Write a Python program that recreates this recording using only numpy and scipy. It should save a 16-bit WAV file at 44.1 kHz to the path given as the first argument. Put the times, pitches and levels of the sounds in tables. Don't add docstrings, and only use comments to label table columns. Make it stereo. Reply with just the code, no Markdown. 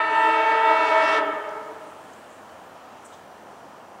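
import sys
import numpy as np
from scipy import signal
from scipy.fft import rfft, irfft
from scipy.io import wavfile

SR = 44100
rng = np.random.default_rng(int(sys.argv[2]) if len(sys.argv) > 2 else 0)


def generate_wav(signal):
    frames = np.transpose(np.atleast_2d(signal))
    scaled = np.clip(frames, -1, 1) * 32767
    pcm = np.round(scaled).astype(np.int16)
    wavfile.write(sys.argv[1], SR, pcm)


N = 176400


def from_db(db):
    return 10 ** (np.asarray(db) / 20)


def rms_one(x):
    return x / np.sqrt(np.mean(x ** 2) + 1e-20)


def curve(rows, at):
    key, *columns = np.transpose(rows)
    return [np.interp(at, key, column) for column in columns]


def at_hz(points, hz):
    freqs, values = np.transpose(points)
    return np.interp(np.log(hz), np.log(freqs), values)


def pan(db):
    return from_db(np.array([[db], [-db]]) / 2)


def bump(x, centre, half_width, power=2):
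    return np.exp(-((x - centre) / half_width) ** power)


def lowpass(x, hz):
    return signal.sosfilt(signal.butter(2, hz, fs=SR, output="sos"), x + 1e-18)


def bandpass(x, low_hz, high_hz, order=2):
    return signal.sosfilt(signal.butter(order, [low_hz, high_hz], "band", fs=SR, output="sos"), x)


def drift(rate_hz, size=N):
    hop, settle = 40, 2000
    pole = np.exp(-2 * np.pi * hop * rate_hz / SR)
    white = rng.standard_normal(size // hop + settle + 2)
    slow = signal.lfilter([1], [1, -2 * pole, pole * pole], white)[settle:]
    return np.interp(np.arange(size) / hop, np.arange(len(slow)), rms_one(slow))


# (frequency [Hz], correlation [ratio])
STEREO_CORRELATION = [(30, .6), (90, 0.91), (250, 1), (800, 0.85), (2500, 0.57), (5000, 0.65), (12000, 1)]


def banded_noise(spectrum, flicker_db):
    out, edges_hz = 0, np.geomspace(22, 17000, 25)
    white = rng.standard_normal((2, 2, N))
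    for k, (low, high) in enumerate(zip(edges_hz, edges_hz[1:])):
        mid, side = bandpass(white[k % 2], low, high)
        hz = np.sqrt(low * high)
        alike = at_hz(STEREO_CORRELATION, hz)
        gain = from_db(at_hz(spectrum, hz) + flicker_db * drift(2.4))
        out = out + gain * (np.sqrt(1 + alike) * mid + np.sqrt(1 - alike) * side * [[1], [-1]])
    return rms_one(out)


START_S, MIDDLE_S, STOP_S, ATTACK_S, RELEASE_S = -0.25, 0.63, 1.185, 0.26, 0.049


def valve(t):
    opening = np.clip((t - START_S) / ATTACK_S, 0, 1)
    return opening * np.exp(-np.maximum(t - STOP_S, 0) / RELEASE_S)


# (time [s], offset [cents])
REED_PITCH = [(0, 16), (.1, 3), (.3, 0), (.8, 1), (1.0, -2), (1.2, -3.5)]
LOW_HZ, HIGH_HZ, JITTER_CENTS = 322.7, 447.6, 2.166


def reed_phase(t, hz):
    cents = curve(REED_PITCH, t)[0] + JITTER_CENTS * drift(20.4, len(t))
    return 2 * np.pi * np.cumsum(hz * 2 ** (cents / 1200)) / SR


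def flutter(t, hz=24.5, depth_rad=0.18, wander_rad=0.5):
    return depth_rad * np.sin(2 * np.pi * hz * t + wander_rad * drift(2.04, len(t)))


# (time [s], body gain [dB], treble gain [dB])
AIR_CARRY = [(0, 2, -4.5), (.07, -1, -5.5), (.2, 2.5, -2.5), (.4, 0.5, -2.5), (.5, 0.5, -1),
             (.62, -0.5, -3), (.69, 2.5, -0.5), (.82, 2, -1), (.86, 0, 1), (.9, -1.5, 1), (.95, 3, -1),
             (1.04, 3, 2), (1.18, 1, 1.5)]
BODY_HZ, TREBLE_HZ = 1440, 4700


def treble_share(hz):
    return np.clip((hz - BODY_HZ) / (TREBLE_HZ - BODY_HZ), 0, 1)


def partial_envelope(t, hz):
    body_db, treble_db = curve(AIR_CARRY, t)
    treble = treble_share(hz)
    return from_db((1 - treble) * body_db + treble * treble_db) * valve(t) ** (1 + 3 * treble)


# (harmonic [multiple], base level at MIDDLE_S [dB], swell [dB/s])
LOW_PARTIALS = [(1.01, -40, 3.5), (2.11, -30, 10), (2.95, -30.5, 3), (4.1, -31.5, -1.5), (5.16, -40.5, 2.5),
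                (6.05, -38.5, -4.5), (6.7, -43, -7), (8.16, -45.5, -8), (9, -55, -6.5), (10.9, -52.5, 1),
                (13.8, -80, 13), (16, -72.5, 12.5), (17.8, -82, 11), (22.3, -76, 8), (34, -93, 1)]
HIGH_PARTIALS = [(1.03, -33.5, 3.5), (2, -31, 0), (2.9, -31.5, 10.5), (3.87, -34, 2), (5.1, -37.5, 3.5),
                 (5.82, -38.5, -2), (7.05, -51, -2), (7.75, -48, -3.5), (8.96, -59.5, 2.5),
                 (9.84, -57, 2.5), (11.9, -66.5, 0), (13, -65.5, 1), (14.9, -72.5, 4.5), (18.5, -75.5, 2.5),
                 (25.8, -81, 4)]


def horn(t, hz, phase, partials, fade_db=1.6):
    n, out = len(t), 0
    for k in range(1, int(12000 / hz)):
        base_db, swell = curve(partials, k)
        db = base_db + swell * (t - MIDDLE_S) + fade_db * drift(2.8, n)
        scatter_hz = 3.8 * np.sqrt(k * hz / BODY_HZ)
        depth = 0.2 * (1 + 2.55 * treble_share(k * hz))
        scatter = depth * (drift(scatter_hz, n) + 1j * drift(scatter_hz, n))
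        tone = np.exp(1j * (k * phase + 2 * np.pi * rng.random()))
        out = out + from_db(db) * partial_envelope(t, k * hz) * (1 + scatter) * tone
    return np.sqrt(2) * out.real


# (frequency [Hz], relative density [dB])
RUSH_SPECTRUM = [(150, -25), (300, -1), (650, 8.5), (1300, 3.5), (1900, -6.5), (2600, -7), (3600, -2.5),
                 (5000, -25.5), (8000, -29.5), (12000, -51)]


def air_rush(t, base_db=-35.5):
    _, treble_db = curve(AIR_CARRY, t)
    noise = banded_noise(RUSH_SPECTRUM, flicker_db=1)[0, :len(t)]
    return from_db(base_db + 1.5 * treble_db) * valve(t) ** 2 * noise


# (offset [multiples of the low note], gain [dB])
SIDE_ORDERS = [(-1, -3), (1, -9.5), (2, 1), (3, -3)]
# (frequency [Hz], base level [dB])
SIDE_LEVELS = [(1090, -46.5), (1500, -48), (1900, -43.5), (2350, -57.5), (3300, -55.5), (4600, -66.5),
               (6000, -71.5), (8500, -74)]


def side_tones(t, low_phase, high_phase, swell_db_per_s=5.5):
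    out, swell_db = 0, swell_db_per_s * (t - MIDDLE_S)
    for m, order_db in SIDE_ORDERS:
        for k in range(1, 19):
            hz = k * HIGH_HZ + m * LOW_HZ
            if hz > 3.3 * LOW_HZ:
                tone = np.cos(k * high_phase + m * low_phase + 2 * np.pi * rng.random())
                db = at_hz(SIDE_LEVELS, hz) + order_db + swell_db + 2 * drift(5.8, len(t))
                out = out + from_db(db) * partial_envelope(t, hz) * tone
    return np.sqrt(2) * out


def horn_blast(t):
    low_phase = reed_phase(t, LOW_HZ) + flutter(t)
    high_phase = reed_phase(t, HIGH_HZ)
    chord = horn(t, LOW_HZ, low_phase, LOW_PARTIALS) + horn(t, HIGH_HZ, high_phase, HIGH_PARTIALS)
    return chord + air_rush(t) + side_tones(t, low_phase, high_phase)


# (time [s], half-width [s], centre [Hz], half-width [Hz], gain [dB])
BAND_FADES = [(0.076, 0.079, 895, 40, -6.5), (.12, 0.097, 385, 90, -9.5), (0.21, 0.14, 645, 29, -12),
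              (0.885, .03, 895, 40, -15), (1.09, 0.085, 895, 28, -11), (1, 0.15, 370, 100, -11.5),
              (1.085, 0.083, 2650, 78, 7), (1.09, 0.075, 5600, 560, 6.5)]


def fading(t, x):
    spectrum, freqs = rfft(x, 2 * N), np.fft.rfftfreq(2 * N, 1 / SR)
    for time_s, width_s, hz, width_hz, db in BAND_FADES:
        band = irfft(spectrum * bump(freqs, hz, width_hz, power=4))[:N]
        x = x + (from_db(db * bump(t, time_s, width_s, power=4)) - 1) * band
    return x


# (frequency [Hz], gain [dB], left lag [rad], left minus right [dB])
GROUND_RESPONSE = [(320, 0, .8, -1), (450, -2, .9, -1), (650, 0, .8, -1.5), (895, 6, .6, 0),
                   (955, .5, .7, .9), (1320, 0, .25, 1.8), (1620, 0, .6, 2), (1790, 3, .75, 3.5),
                   (1930, -1, .8, 3), (2240, 1, .9, 4), (2700, 1, .8, -2), (3800, 0, .1, 0)]


def ground_path(x):
    gain_db, lag_rad, tilt_db = curve(GROUND_RESPONSE, np.fft.rfftfreq(2 * N, 1 / SR))
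    ear = np.array([[0.5], [-0.5]])
    response = from_db(gain_db + ear * tilt_db) * np.exp(-1j * ear * lag_rad)
    return irfft(rfft(x, 2 * N) * response)[:, :N]


ECHO_COUNT, ECHO_SPAN_S, ECHO_DB, ECHO_DECAY_DB_PER_S = 72, 0.9, -4.5, 23.5
ECHO_CUT_HZ, ECHO_DULLING_PER_S, ECHO_PAN_DB, ECHO_LAG_S = 2610, 1.06, 5.5, 0.00018
DOPPLER_DROP, DOPPLER_SKEW = 0.1, 2.3


def echoes(t, horn_t, blast, flicker_db=2.5):
    out, n = np.zeros((2, N)), int(2.7 * SR)
    draws = rng.random((ECHO_COUNT, 3))
    delays_s = ECHO_SPAN_S * (np.arange(ECHO_COUNT) + draws[:, 0]) / ECHO_COUNT
    gains = from_db(-ECHO_DECAY_DB_PER_S * delays_s)
    gains = from_db(ECHO_DB) * gains / np.linalg.norm(gains)
    golden_step = (np.sqrt(5) - 1) / 2
    bearings = (np.arange(ECHO_COUNT) * golden_step + rng.random()) % 1
    for delay_s, gain, behind, (_, side, lag) in zip(delays_s, gains, bearings, 2 * draws - 1):
        pitch_ratio = 1 - DOPPLER_DROP * behind ** DOPPLER_SKEW
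        sent_s = STOP_S + (t[:n] - STOP_S - delay_s) * pitch_ratio
        ear_s = lag * ECHO_LAG_S * np.array([[0.5], [-0.5]])
        pair = np.interp(sent_s + ear_s, horn_t, blast, 0, 0)
        pair = lowpass(pair, ECHO_CUT_HZ * np.exp(-ECHO_DULLING_PER_S * delay_s))
        flicker = rms_one(from_db(flicker_db * drift(10.4, n)))
        out[:, :n] += gain * pan(ECHO_PAN_DB * side) * pair * flicker
    return out


# (frequency [Hz], t60 [s], level [dB])
RING_BANDS = [(300, 1.9, -12), (660, 1.1, -10.5), (1300, 0.75, -9), (2316, 1.2, -0.5), (3620, 0.47, -10),
              (6000, 0.19, -11), (12000, .2, -12.5)]


def diffuse_ring(horn_t, blast, pitch_ratio=0.991, build_s=0.09):
    flattened = np.interp(STOP_S + (horn_t - STOP_S) * pitch_ratio, horn_t, blast)
    age_s = np.arange(int(1.6 * SR)) / SR
    mid, side = rng.standard_normal((2, len(age_s)))
    white = mid + 0.15 * side * [[1], [-1]]
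    response, edges_hz = 0, np.geomspace(200, 14000, 10)
    for low, high in zip(edges_hz, edges_hz[1:]):
        t60_s, db = curve(RING_BANDS, np.sqrt(low * high))
        fall = from_db(-60 * age_s / t60_s) * np.minimum(age_s / build_s, 1)
        response = response + from_db(db) * bandpass(white, low, high) * fall / np.linalg.norm(fall)
    lead = int(-horn_t[0] * SR)
    wet = signal.fftconvolve(flattened[None], response, axes=1)[:, lead:]
    return np.pad(wet, ((0, 0), (0, N)))[:, :N]


# (frequency [Hz], relative density [dB])
WASH_SPECTRUM = [(25, -29.5), (60, -24.5), (90, -17.5), (125, -15.5), (210, -7.5), (400, -7), (780, -1),
                 (1450, -7.5), (2000, -15.5), (2280, -19), (2850, -17), (4600, -38), (8000, -31.5),
                 (15500, -51)]
WASH_DB, WASH_PAN_DB, DULL_HZ, DULL_DB_PER_S, DULL_FROM_S = -44, -1.5, 1500, -2, 1.83


def traffic_wash(t):
    wash = from_db(WASH_DB) * pan(WASH_PAN_DB) * banded_noise(WASH_SPECTRUM, flicker_db=0.5)
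    body = signal.sosfiltfilt(signal.butter(2, DULL_HZ, fs=SR, output="sos"), wash)
    treble_gain = from_db(DULL_DB_PER_S * np.maximum(t - DULL_FROM_S, 0))
    return body + (wash - body) * treble_gain


def engine_hum(t, hz=91.5, rms_db=-68.5):
    return np.sqrt(2) * from_db(rms_db) * np.sin(2 * np.pi * hz * t + 0.77 * drift(3))


# (frequency [Hz], relative density [dB])
HISS_SPECTRUM = [(2500, -2), (5000, -1), (8000, -2.5), (11000, -12.5), (15500, -10)]
# (time [s], half-width [s], level [dB])
BUFFETS = [(.3, 0.64, -73.5), (1.07, 0.086, -62.5)]
HISS_DB, HISS_PEAK_S, HISS_DB_PER_S, BUFFET_CUT_HZ = -60, 1.5, -1.5, 72


def hiss_and_buffets(t):
    swell = from_db(HISS_DB + HISS_DB_PER_S * np.abs(t - HISS_PEAK_S))
    hiss = banded_noise([(1000, -41)] + HISS_SPECTRUM, flicker_db=1)
    push = sum(from_db(db) * bump(t, time_s, width_s) for time_s, width_s, db in BUFFETS)
    rumble = rms_one(lowpass(rng.standard_normal(N), BUFFET_CUT_HZ))
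    return swell * hiss + push * rumble


# (time [s], half-width [s], level [dB], centre [Hz])
RUSTLE_PUFFS = [(.24, 0.14, -56.5, 7700), (1.493, 0.0035, -54, 5600), (2.135, .005, -56, 6800),
                (2.12, 0.15, -65, 7550), (2.33, 0.051, -62.5, 7460), (2.496, 0.0048, -60, 4500),
                (3.06, 0.012, -51, 7860), (3.11, 0.076, -62, 7400), (3.137, 0.017, -57, 3420),
                (3.14, 0.014, -60, 5750)]


def rustles(t, band_ratio=1.18):
    out = 0
    for time_s, width_s, db, hz in RUSTLE_PUFFS:
        grain = rng.standard_normal(N) * from_db(drift(150))
        for _ in range(2):
            grain = bandpass(grain, hz / band_ratio, hz * band_ratio, order=1)
        out = out + from_db(db) * bump(t, time_s, width_s) * rms_one(grain)
    return out


WALL_SENT_S, WALL_HEARD_S, WALL_HALF_WIDTH_S, WALL_CUT_HZ = 0.69, 1.16, 0.19, 303


def wall_echo(t, horn_t, blast, pitch_ratio=0.905, gain=1.589):
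    copy = np.interp(WALL_SENT_S + (t - WALL_HEARD_S) * pitch_ratio, horn_t, blast, 0, 0)
    dull = lowpass(lowpass(copy, WALL_CUT_HZ), WALL_CUT_HZ)
    return gain * bump(t, WALL_HEARD_S, WALL_HALF_WIDTH_S, power=4) * dull


def wheel_song(t, hz=796, width_hz=170, full_db=-53.5, rise_s=4.2):
    b, a = signal.iirpeak(hz, hz / width_hz, fs=SR)
    song = rms_one(signal.lfilter(b, a, signal.lfilter(b, a, rng.standard_normal(N))))
    return from_db(full_db) * (t / rise_s) ** 2 * pan(WASH_PAN_DB) * song


def whine(t, hz=5868, rms_db=-75, start_s=2.9, rise_s=0.1):
    onset = np.clip((t - start_s) / rise_s, 0, 1)
    return np.sqrt(2) * from_db(rms_db) * onset * np.sin(2 * np.pi * hz * t + drift(5.8))


def scene():
    t = np.arange(N) / SR
    horn_t = np.arange(2 * SR) / SR - 0.5
    blast = horn_blast(horn_t)
    direct = ground_path(fading(t, np.interp(t, horn_t, blast, 0, 0)))
    reflected = echoes(t, horn_t, blast) + diffuse_ring(horn_t, blast) + wall_echo(t, horn_t, blast)
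    background = traffic_wash(t) + engine_hum(t) + whine(t) + hiss_and_buffets(t)
    return direct + reflected + background + rustles(t) + wheel_song(t)


def record(dry):
    fade_in = np.minimum(np.arange(N) / (0.003 * SR), 1)
    return signal.sosfilt(signal.ellip(10, 0.1, 80, 15700, fs=SR, output="sos"), dry * fade_in)


dry = scene()
out = record(dry)
generate_wav(out)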